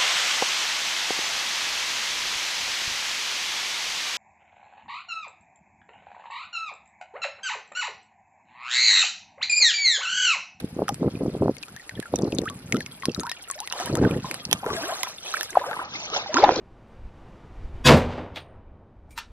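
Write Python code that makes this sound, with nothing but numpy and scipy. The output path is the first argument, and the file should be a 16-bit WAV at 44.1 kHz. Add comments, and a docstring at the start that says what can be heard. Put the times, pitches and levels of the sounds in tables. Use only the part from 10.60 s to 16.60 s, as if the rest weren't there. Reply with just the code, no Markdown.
"""Calm lake shore, close by the shallows: water drips from wet hands and sleeves, each drop a tick and a bubble.
Wind buffets the microphone as a patter of pressure lumps; lapping behind it is steady shaped noise.
Feet slosh through the water, made of crowds of short bubbles, and air pockets gulp as gliding tones.
At the end a released fish kicks away with a splash, louder in the same bubbles and gulps.
The two ports of the microphone differ in arrival time and level; late on, the high treble drops away."""
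import sys
import numpy as np
from scipy import signal
from scipy.fft import rfft, irfft
from scipy.io import wavfile
from scipy.ndimage import map_coordinates

SR = 44100
rng = np.random.default_rng(int(sys.argv[2]) if len(sys.argv) > 2 else 0)


def transcribe(signal):
    """Save signal, clipped to [-1, 1], as a 16-bit WAV file at the path in sys.argv[1]."""
    frames = np.atleast_2d(signal).T
    limited = np.clip(frames, -1, 1)
    pcm = np.round(limited * 32767).astype(np.int16)
    wavfile.write(sys.argv[1], SR, pcm)


N = 264600  # 6 s

# Far lapping, spectrum: f/Hz, level/dB
HUSH = [(24, -34.5), (40, 16), (577, 5), (2390, 5), (3560, -2.5), (4920, -0.5), (7910, -22.5), (11200, -3),
        (12700, -23), (15500, -35.5)]
HUSH_DB = -55

# Gusts on the microphone: start t/s, hold/s, level/dB
GUSTS = [(0.026, 0.03, -32), (0.191, 0.037, -22), (0.309, 0.02, -29), (0.424, 0.05, -17.5),
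         (0.54, 0.033, -30.5), (0.61, 0.078, -23.5), (0.739, 0.039, -26), (0.815, 0.082, -19.5),
         (1.119, 0.026, -36), (1.346, 0.048, -31.5), (1.542, 0.0024, -19.5), (1.596, 0.085, -19.5),
         (1.72, 0.12, -25.5), (2.125, 0.06, -25), (2.49, 0.0099, -23), (2.581, 0.024, -27),
         (3.299, 0.097, -24), (3.425, 0.044, -14.5), (3.521, 0.062, -22.5), (3.638, 0.032, -38),
         (3.878, 0.067, -29.5), (4.11, 0.042, -29.5)]
GUST_RISE_DB_PER_S, GUST_FALL_DB_PER_S = 574, 541
# Breeze under the gusts: t/s, level/dB
BREEZE = [(0, -34.5), (.85, -33.5), (1.0, -49.5), (1.5, -92), (1.85, -31), (2.0, -35.5), (2.2, -32),
          (2.4, -45.5), (2.65, -35), (2.78, -68), (3.15, -66), (3.5, -59), (4.1, -37), (4.3, -57.5),
          (6, -46)]
# Hardest single buffets: t/s, level/dB, f/Hz
BUFFETS = [(0.041, -14.5, 183), (0.163, -19.5, 228), (0.189, -16.5, 367), (0.217, -9.5, 402),
           (0.29, -18, 850), (0.427, -15.5, 446), (0.4739, -9, 256), (0.55, -19.5, 216), (0.61, -21, 285),
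           (0.63, -16, 230), (0.657, -15.5, 327), (0.748, -16, 325), (0.819, -9.5, 413), (0.8558, -11, 380),
           (0.878, -10.5, 507), (0.892, -7, 280), (1.391, -17, 248), (1.536, -7, 410), (1.588, -17, 320),
           (1.631, -9, 264), (1.726, -13, 282), (1.787, -12.5, 260), (2.14, -13, 245), (2.482, -10, 257),
           (2.587, -20, 262), (3.198, -24, 735), (3.297, -18.5, 314), (3.339, -16.5, 161),
           (3.412, -11, 248), (3.423, -11.5, 312), (3.462, -14, 280), (3.449, -26, 265), (3.506, -15, 264),
           (3.644, -29, 153), (3.926, -18, 650)]
# Spectrum of the eddies: f/Hz, level/dB
BUFFET_COLOUR = [(15, -39.5), (25, -7.5), (91, 2.5), (257, 8.5), (312, 6), (578, 2.5), (954, 3), (1910, 23),
                 (2500, -51), (3250, -70), (5500, -120)]
# Deepest rumble of the wind, relative: t/s, level/dB
RUMBLE = [(0, -2), (2.7, -6), (3.1, 8.5), (4.8, -5.5), (5.3, -0.5)]
WIND_LAG_MS = 0.22  # the eddies reach the left port later

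# Where the water lies as the camera turns: t/s, lag of the left port/ms
BEARING = [(0, 0.035), (3.8, 0.051), (3.95, 0.21), (4.25, 0.079), (4.5, 0.057), (4.9, 0.071), (5.15, -0.2),
           (5.65, -0.2), (5.74, 0.087), (5.9, -0.048), (6, -0.018)]

# Pushes of water: start t/s, hold/s, glug level/dB, gurgle level/dB, fizz level/dB
SLOSHES = [(3.167, 0.095, -46.5, -35, -42), (3.357, 0.078, -29, -46, -55), (3.431, 0.097, -51, -41.5, -53),
           (3.659, 0.086, -44.5, -43, -45.5), (3.925, 0.0048, -59, -36, -77), (4.077, 0.014, -33, -32, -59),
           (4.132, 0.19, -43, -34.5, -40.5), (4.338, 0.15, -57, -41, -41.5),
           (4.657, 0.16, -47.5, -42, -39.5), (4.972, 0.017, -34.5, -35, -74), (5.059, 0.18, -47, -35, -59),
           (5.338, 0.12, -47, -40.5, -37.5), (5.541, 0.03, -34.5, -29.5, -31.5),
           (5.762, 0.02, -37, -27, -31.5), (5.833, 0.011, -16, -23, -37), (5.897, 0.16, -28, -35, -40.5)]
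SLOSH_RISE_DB_PER_S, SLOSH_FALL_DB_PER_S = 336, 165
SPRAY_DB = -7  # finest spray, against the fizz
# Water at rest, level/dB of: glug, gurgle, fizz, spray
CALM_DB = [-57.5, -58, -94, -56]
# Bubbles of glug, gurgle, fizz, spray:
# lowest f/Hz, highest f/Hz, typical length/cycles, extreme pitch ratio, rate/(1/s), mean size spread/dB
CROWDS = [(280, 808, 5.45, 1.71, 490, 5), (560, 1800, 13.8, 1.437, 1100, 5), (2000, 7290, 20, 1.4, 4000, 7),
          (7620, 13000, 8.7, 0.27, 1100, 7.5)]
# Countless tiny drops falling back, spectrum: f/Hz, level/dB
WASH = [(150, -21.5), (500, 5.5), (1500, -4.5), (2700, -4.5), (5200, -20.5), (9000, -16.5)]
WASH_DB = -6.5  # against the gurgle
# Small stray drops: t/s, level/dB
STRAYS = [(0, -59.5), (.9, -54.5), (1.2, -59.5), (2.8, -48.5), (3.9, -48.5), (5.2, -50.5), (6, -39.5)]
# Bubbles of the stray drops: one row with the columns of CROWDS
STRAY_SIZES = (1300, 10000, 24, 1.313, 130, 2.4)

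# Drops and gulps, each a tick and one ringing bubble:
# t/s, bubble level/dB, settled f/Hz, last f/Hz near the surface, ring/s, tick level/dB, left over right/dB
DRIPS = [(0.282, -18.5, 1245, 1200, 0.033, -14.5, -1), (0.291, -14.5, 797, 826, 0.023, -12, 0.5),
         (0.344, -31.5, 4700, 4550, 0.0053, -19.5, 0), (0.554, -37, 2380, 2570, 0.023, -56, 0),
         (0.9675, -42.5, 2120, 2110, 0.0087, -37, 24), (0.983, -31, 4600, 4530, 0.0076, -44, 3),
         (1.028, -32, 3800, 3920, 0.007, -32, -11), (1.033, -21.5, 2300, 2700, 0.0071, -28.5, 10.5),
         (1.083, -39, 1280, 1685, 0.015, -28, 1), (1.164, -31, 1640, 2100, 0.017, -26, 6),
         (1.197, -32, 1900, 1900, 0.015, -34, 0), (1.2937, -23, 1860, 1890, 0.0071, -19, 3),
         (1.311, -37, 1520, 1550, 0.017, -57, 1), (1.353, -36.5, 3080, 4000, 0.012, -48, 4),
         (1.374, -35, 1730, 1800, 0.02, -55, 3), (1.4007, -79, 2630, 2520, 0.008, -35, -37),
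         (1.4268, -27.5, 1690, 1670, 0.021, -25, 2), (1.457, -32.5, 1385, 1390, 0.033, -51, 2),
         (1.558, -23, 5650, 5850, 0.0071, -24, -16), (1.558, -37, 2540, 2500, .012, -60, 5),
         (1.567, -38, 3700, 3700, .01, -45, 3), (1.644, -32.5, 4050, 4000, 0.009, -38, 2),
         (1.679, -39, 3900, 3800, .009, -50, 3), (1.588, -29.5, 3330, 3580, 0.0044, -24, 6),
         (1.6137, -35, 6000, 6020, 0.0063, -48, -3.5), (1.621, -29, 4470, 4700, 0.0069, -43, 5),
         (1.723, -25.5, 2580, 2460, 0.011, -23, 3), (1.749, -29, 5800, 6180, 0.0097, -53, 1),
         (1.7856, -14.5, 3160, 3220, 0.0026, -15.5, 7), (1.817, -50, 1850, 1810, 0.018, -36, 28),
         (1.8564, -26, 1224, 5130, 0.037, -26, 1), (1.8996, -30, 1140, 1140, 0.059, -18.5, 1),
         (2.124, -11.5, 1940, 2730, 0.0047, -13, 1), (2.1455, -24, 1250, 1520, 0.03, -22, 2),
         (2.16, -32, 2900, 3000, 0.022, -30, -2), (2.168, -37, 2040, 2070, 0.029, -19, 8),
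         (2.206, -19.5, 1750, 1670, 0.013, -19.5, 5), (2.2628, -21.5, 2150, 2220, 0.0087, -22, 1),
         (2.424, -25, 1920, 2000, 0.013, -51, 5), (2.434, -25.5, 1090, 1070, 0.042, -47, 3),
         (2.4554, -18, 4080, 4050, 0.0064, -9, 2.5), (2.494, -27.5, 2670, 2700, 0.012, -41, -9),
         (2.5173, -31.5, 4450, 4800, 0.0088, -58, -1), (2.5472, -23.5, 3770, 3900, 0.0076, -25, 10.5),
         (2.563, -31.5, 1270, 1250, 0.02, -53, 3), (2.597, -17, 3810, 3450, 0.0054, -14, 2),
         (2.604, -24, 6300, 6700, 0.016, -43, 1), (2.611, -30, 1250, 1510, 0.031, -46, 5),
         (2.634, -28, 895, 2030, 0.035, -21, 0), (2.668, -27, 940, 1000, 0.042, -23, 3),
         (2.693, -28, 1740, 1770, 0.022, -49, 6), (2.6958, -26, 3700, 4120, 0.016, -16, -2),
         (2.716, -25.5, 1840, 1890, 0.021, -45, 4), (2.7158, -25, 5050, 5100, 0.016, -13.5, 4.5),
         (2.901, -26, 1120, 1050, 0.031, -16, 1), (2.912, -19.5, 5600, 6500, 0.0027, -54, 18),
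         (2.955, -39, 596, 1720, 0.048, -60, -6), (2.9896, -28.5, 3880, 3680, 0.016, -49, 3),
         (3.0032, -32.5, 825, 1480, 0.05, -16.5, 4), (3.075, -27.5, 1980, 1900, 0.017, -16.5, 0),
         (3.1, -30, 3870, 4060, 0.016, -48, 3), (3.113, -24, 1290, 1280, 0.0078, -41, -5),
         (3.125, -24, 2730, 3170, 0.016, -9.5, -3), (3.136, -28, 880, 1250, 0.012, -60, -3),
         (3.2, -25.5, 686, 1430, 0.031, -18.5, -6), (3.2596, -28, 955, 940, 0.035, -15, -10.5),
         (3.3539, -31, 2800, 2840, 0.0064, -13, 5.5), (3.372, -27, 1240, 1610, 0.023, -24, 9),
         (3.4497, -18.5, 1540, 1480, 0.0097, -38, -17), (3.511, -28.5, 2340, 2460, 0.011, -23, -8),
         (3.6439, -25, 1013, 1120, 0.031, -51, -1), (3.7125, -18.5, 2050, 2370, 0.0051, -11.5, -1),
         (3.743, -31, 2950, 2820, 0.012, -12, -2), (3.8524, -22, 4130, 4310, 0.0073, -22.5, -2),
         (3.913, -20.5, 2670, 2600, 0.0082, -6.5, -3), (3.9291, -27, 7170, 7550, 0.0048, 2, -7.5),
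         (4.043, -17.5, 950, 955, 0.013, -39, 5), (4.063, -22.5, 1300, 1420, 0.012, -26, 7),
         (4.065, -9.5, 450, 450, 0.012, -46, -5), (4.103, -20, 1150, 1160, 0.029, -37, 14),
         (4.132, -11, 330, 447, 0.0027, -60, -4), (4.1656, -37, 1600, 1680, 0.018, -27.5, 32),
         (4.4326, -19, 2010, 2070, 0.012, -8, -8), (4.472, -20, 975, 1010, 0.0084, -42, 2),
         (4.74, -10, 1174, 1770, 0.0077, -18.5, -7), (4.7549, -25.5, 2260, 2350, 0.023, -39, 1),
         (4.769, -23, 1580, 2220, 0.01, -32, -6), (4.81, -25, 1690, 1820, 0.022, -9.5, -5),
         (4.831, -31, 5060, 4930, 0.014, -11.5, -1), (4.905, -29, 6000, 5650, 0.01, -46, -8),
         (5.1125, -23.5, 1310, 1490, 0.0063, -34, 25), (5.1314, -22, 1520, 1550, 0.02, -38, 1),
         (5.352, -25.5, 2040, 2200, 0.014, -40, 4), (5.501, -56, 1860, 2090, 0.005, -17, 3),
         (5.536, -22.5, 1160, 1224, 0.013, -50, 6), (5.5638, -15, 720, 805, 0.0076, -30, -25),
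         (5.661, -30, 790, 780, 0.055, -53, -18), (5.7431, -9.5, 350, 302, 0.0099, -4.5, -6),
         (5.7695, -9.5, 1300, 1480, 0.01, -43, -16), (5.8408, -13, 3500, 3800, 0.011, -24, -1),
         (5.8916, -3, 730, 756, 0.0065, -50, -19), (5.91, -16, 935, 955, 0.0027, -58, -19),
         (5.942, -25, 4850, 5030, 0.0074, -24, 3), (5.96, -20, 3970, 4170, 0.011, -48, 2)]

# Air pockets that swell and glide as the water closes over them: t/s, level/dB, first f/Hz, last f/Hz, length/s
GULPS = [(2.667, -30, 1300, 1770, 0.015), (3.107, -38, 935, 1570, 0.03), (3.199, -37.5, 245, 690, 0.071),
         (3.27, -33.5, 1530, 2070, 0.021), (3.34, -44, 924, 1170, 0.035), (3.503, -38, 1100, 1220, 0.029),
         (3.538, -39, 1660, 2550, 0.019), (3.705, -30.5, 340, 290, 0.025), (4.031, -22, 790, 850, 0.0097),
         (4.105, -28.5, 371, 560, 0.034), (4.17, -27, 642, 710, 0.044), (4.188, -34, 1090, 1250, 0.011),
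         (4.215, -32, 265, 534, 0.083), (4.267, -32, 1110, 1030, 0.024), (4.286, -26, 606, 930, 0.032),
         (4.308, -31.5, 985, 1250, 0.051), (4.322, -24, 650, 640, 0.016), (4.396, -37, 742, 740, 0.045),
         (4.432, -24, 984, 1030, 0.0098), (4.583, -33, 3460, 3830, 0.0075),
         (4.892, -36.5, 1600, 1690, 0.016), (4.929, -33.5, 2000, 2370, 0.006),
         (4.954, -14, 1025, 1090, 0.0082), (4.97, -3.5, 670, 870, 0.0084), (5.005, -26.5, 540, 637, 0.022),
         (5.013, -27, 990, 1020, 0.022), (5.036, -27.5, 885, 830, 0.019), (5.041, -25, 1220, 1230, 0.0096),
         (5.065, -27.5, 461, 990, 0.062), (5.087, -33, 1520, 1560, 0.018), (5.164, -25.5, 950, 1190, 0.013),
         (5.19, -23, 1030, 1870, 0.0186), (5.111, -28, 851, 940, 0.023), (5.692, -25.5, 600, 666, 0.04),
         (5.745, -16.5, 239.3, 622, 0.095), (5.758, -16, 924, 1540, 0.024), (5.784, -10, 960, 1114, 0.0048),
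         (5.822, -22, 2300, 1770, 0.014), (5.834, -17, 618, 690, 0.012), (5.835, -3, 766, 910, 0.02),
         (5.875, -16, 698, 895, 0.016), (5.886, -4.5, 687, 870, 0.0034), (5.937, -29, 725, 844, 0.013),
         (5.968, -14, 262, 320, 0.0082), (5.988, -21.5, 373, 473, 0.018)]
GULP_PEAK, GULP_BEND, GULP_WOBBLE = 0.44, 1.2, 0.73  # how early it peaks, how late it glides, unevenness
GULP_WIDTH = 0.19  # delayed share, opposite in the two ports, which widens the gulps
BANK_DB = -8  # scatter of drops and gulps from body and bank

# Microphone response: f/Hz, level/dB
MICROPHONE = [(60, -3), (5500, -1.5), (8000, -4), (10500, -1.5), (12500, -2.5), (14500, -24), (16300, -42)]
# Stereo widening, gain of the side signal: f/Hz, level/dB
SIDE_LIFT = [(300, -16.5), (1500, -2.5), (4000, 5), (9000, 5), (15000, -3.5)]
SHUT_S, SHUT_HZ = 5.23, 6930  # from this moment the treble above this pitch is nearly gone
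EDGE_HZ = 16400  # upper limit of the band


def gain_of(db):
    """Amplitude factor for a level in dB."""
    return 10 ** (np.asarray(db) / 20)


def evened(x):
    """Scales a signal to unit RMS."""
    return x / np.sqrt(np.mean(x ** 2) + 1e-20)


def coloured(x, points):
    """Filters by a spectrum drawn on a log-frequency axis."""
    f, db = np.transpose(points)
    hz = np.fft.rfftfreq(N, 1 / SR)
    gain = gain_of(np.interp(np.log(hz + 1), np.log(f + 1), db))
    return irfft(rfft(x) * gain, N)


def passed(x, order, hz, kind="high"):
    """Butterworth filter with its corner or corners in Hz."""
    return signal.lfilter(*signal.butter(order, hz, kind, fs=SR), x)


def curves(rows):
    """Draws each column against time, one value per sample."""
    s, *columns = np.transpose(rows)
    return [np.interp(np.arange(N) / SR, s, c) for c in columns]


def add(mix, s, sound):
    """Lays a sound into the mix at a moment, cut at the end."""
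    part = mix[..., round(s * SR):][..., :sound.shape[-1]]
    part += sound[..., :part.shape[-1]]


def sprinkle(shapes, per_s, spread_db):
    """Scatters the shapes at random moments; a few are large."""
    size = gain_of(spread_db * np.minimum(rng.exponential(1, N), 4))
    size = size * rng.choice([-1., 1.], N)
    struck = rng.random(N) < per_s / SR
    which = np.where(struck, rng.integers(0, len(shapes), N), -1)
    layers = (signal.oaconvolve(size * (which == k), shape)[:N] for k, shape in enumerate(shapes))
    return evened(sum(layers))


def surges(start, hold, db, rise_db_per_s, fall_db_per_s, rest_db):
    """Level in dB of events that rise, hold and fall over a resting level; their powers add."""
    t = np.arange(0, N + 64, 64) / SR
    early = np.maximum(start[:, None] - t, 0)
    late = np.maximum(t - (start + hold)[:, None], 0)
    event_db = db[:, None] - rise_db_per_s * early - fall_db_per_s * late
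    power = gain_of(2 * event_db).sum(0)
    return 10 * np.log10(np.interp(np.arange(N) / SR, t, power) + gain_of(2 * rest_db))


def bubble(t, hz, ring_s, rise, settle=.6, fade_db=28.0, late=3.0):
    """Pinched off sharp, the pitch settles in a millisecond or two, then glides towards the surface."""
    u = np.clip(t / ring_s, 0, 1)
    pitch = hz * (1 + settle * np.exp(-np.maximum(t, 0) / 0.0006)) * rise ** (u ** late)
    turns = np.cumsum(pitch) / SR + hz * (t[0] + 0.001016)
    swell = np.clip(t * hz / 0.18, 0, 1)  # builds up within its first cycle
    held = max(rise, 1) ** 2  # a climbing bubble nears the air and keeps its loudness
    shape = swell * gain_of(-fade_db * u / held) * np.clip(6 * (1 - u), 0, 1)
    return shape * np.sin(2 * np.pi * turns)


def hush():
    """Distant lapping and air: steady shaped noise, with a treble that differs between the ports."""
    a, b = (gain_of(HUSH_DB) * evened(coloured(z, HUSH)) for z in rng.standard_normal((2, N)))
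    return a + passed(b, 1, 970.0) * [[1], [-1]]


def lump(hz):
    """One eddy pushes the membrane in and lets it swing back."""
    u = np.arange(-400, 400) / SR * hz * np.pi
    return (1 - 2 * u ** 2 + 0.43 * u) * np.exp(-u ** 2)


def wind():
    """A random patter of eddies rides the gust; stronger gusts make smaller, brighter eddies."""
    breeze_db, = curves(BREEZE)
    rumble_db, = curves(RUMBLE)
    gust_db = surges(*np.transpose(GUSTS), GUST_RISE_DB_PER_S, GUST_FALL_DB_PER_S, breeze_db)
    patter = sprinkle([lump(f) for f in np.geomspace(180, 900, 10)], 750, 3.4)
    filled = coloured(patter, [(30, 14.0), (200, 4.5), (500, 8.5), (1200, -10.0), (3000, -53.5)])
    eddies = evened(coloured(filled, BUFFET_COLOUR))
    dull = evened(passed(eddies, 2, [3.5, 158.0], "band"))
    bright = np.clip((gust_db + 51) / 28, 0, 1) ** 2
    deep = (1 - 0.75 * bright) * gain_of(rumble_db) * dull
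    out = gain_of(gust_db) * (bright * eddies + deep)
    for s, db, hz in BUFFETS:
        crested = lump(hz) + 0.48 * lump(1.59 * hz)
        add(out, max(s - .005, 0), gain_of(db) * crested)
    # half the lag on each port, by way of the slope
    return out - WIND_LAG_MS * SR / 2000 * np.gradient(out) * [[1], [-1]]


def stirred(low_hz, high_hz, cycles, top_rise, per_s, spread_db, settle=0.29, count=26):
    """A crowd of short bubbles between two sizes, each with its own length and glide."""
    shapes = []
    pitches = np.geomspace(low_hz, min(high_hz, 15000), count)
    for hz, (a, b) in zip(pitches, rng.random((count, 2))):
        ring_s = cycles * (0.29 + 1.783 * a) / hz
        t = np.arange(0, ring_s, 1 / SR)
        one = bubble(t, hz, ring_s, 1 + (top_rise - 1) * b, settle, late=1.44)
        shapes.append(one * np.sqrt(hz / low_hz))
    return sprinkle(shapes, per_s, spread_db)


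def slosh(scatter=0.86):
    """Bubble crowds swell with each push of water; most sounds from one bearing, the rest from all around."""
    start, hold, glug, gurgle, fizz = np.transpose(SLOSHES)
    kinds_db = (glug, gurgle, fizz, fizz + SPRAY_DB)
    levels = [gain_of(surges(start, hold, db, SLOSH_RISE_DB_PER_S, SLOSH_FALL_DB_PER_S, rest_db))
              for db, rest_db in zip(kinds_db, CALM_DB)]
    near = sum(g * stirred(*kind) for g, kind in zip(levels, CROWDS))
    patter = sprinkle([np.ones(1)], 6000, 2.5)
    near += gain_of(WASH_DB) * levels[1] * evened(coloured(patter, WASH))
    near += gain_of(curves(STRAYS)[0]) * stirred(*STRAY_SIZES, settle=0.802)
    lag_ms, = curves(BEARING)
    ports = [map_coordinates(near, [np.arange(N) - side * lag_ms * SR / 2000], order=3)
             for side in (1, -1)]
    around = np.roll(near, 260)  # delayed by 6 ms
    high = passed(around, 1, 1500.0)  # long waves reach both ports alike
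    return np.array(ports) + scatter * high * [[1], [-1]] + 0.31 * np.roll(high, 370)


def drips():
    """Each drop is a noisy tick and a ringing bubble, reaching one port a little before the other."""
    out = np.zeros((2, N))
    spatter = passed(rng.standard_normal((len(DRIPS), 600)), 2, 300.0)
    tick_fade = gain_of(-60 * np.arange(600) / SR / 0.0039)
    for row, noise, (a, b) in zip(DRIPS, spatter, rng.random((len(DRIPS), 2))):
        s, db, hz, last_hz, ring_s, tick_db, pan_db = row
        t = np.arange(round(ring_s * SR) + 700) / SR - .001
        lag_ms = np.interp(s, *np.transpose(BEARING))
        # slight glides run evenly, wide ones shoot up late
        bend = min(3.0, hz / 140, 1 + 2 * abs(np.log(last_hz / hz)))
        for ear, side in enumerate((1, -1)):
            late = t - side * lag_ms / 2000
            tick = np.interp(late * SR, np.arange(600), noise * tick_fade, 0, 0)
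            ring = bubble(late, hz, ring_s, last_hz / hz, 0.17 + hz / 9000, late=bend)  # small start sharper
            waver = 1 + 0.42 * np.sin(2 * np.pi * (70 + 60 * a) * late + 2 * np.pi * b)  # from ripples
            drop = gain_of(db) * ring * waver + gain_of(tick_db) * tick
            add(out[ear], s - .001, gain_of(side * pan_db / 2) * drop)
    return passed(out, 2, 150.0)


def gulps():
    """Each air pocket rings as one gliding tone under a soft, uneven arch."""
    out = np.zeros((2, N))
    for (s, db, hz, last_hz, length_s), turn in zip(GULPS, rng.random(len(GULPS))):
        t = np.arange(0, length_s + .002, 1 / SR) - .001
        lag_ms = np.interp(s, *np.transpose(BEARING))
        for ear, side in enumerate((1, -1)):
            u = np.clip((t - side * lag_ms / 2000) / length_s, 0, 1)
            pitch = hz * (last_hz / hz) ** (u ** GULP_BEND) * (u > 0)
            turns = np.cumsum(pitch) / SR
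            arch = np.sin(np.pi * u ** (GULP_PEAK + 1.6 * length_s))
            depth = GULP_WOBBLE * np.exp(-length_s / 0.06)  # long gulps are smoother
            wobble = 1 + depth * np.sin(2 * np.pi * (turns / 4.38 + turn))
            add(out[ear], s - .001, gain_of(db) * arch * wobble * np.sin(2 * np.pi * turns))
    out = out + GULP_WIDTH * np.roll(out.mean(0), 260) * [[1], [-1]]
    return passed(out, 2, 140.0)


def scene():
    """Sums the shore; body and bank scatter a little of the drops and gulps back."""
    drops = drips() + gulps()
    taps = rng.standard_normal((2, 3000)) * gain_of(-60 * np.arange(3000) / SR / 0.03)
    close = signal.oaconvolve(drops, taps / np.linalg.norm(taps[0]), axes=1)[:, :N]
    return drops + gain_of(BANK_DB) * close + slosh() + wind() + hush()


def record(dry):
    """Colours, widens and clips the sound, dulls it above 7 kHz from 5.23 s, then limits the band."""
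    mid = coloured(dry.mean(0), MICROPHONE)
    side = coloured(coloured((dry[0] - dry[1]) / 2, SIDE_LIFT), MICROPHONE)
    wide = np.clip([mid + side, mid - side], -1, 1)
    low_pass = signal.firwin(301, SHUT_HZ, window=("kaiser", 7), fs=SR)
    dull = signal.oaconvolve(wide, low_pass[None], "same")
    shut = 0.978 * np.clip((np.arange(N) / SR - SHUT_S) / 0.0074, 0, 1)
    heard = wide + shut * (dull - wide)
    band_edge = signal.firwin(511, EDGE_HZ, window=("kaiser", 9), fs=SR)
    return signal.oaconvolve(heard, band_edge[None], "same")


dry = scene()
out = record(dry)
transcribe(out)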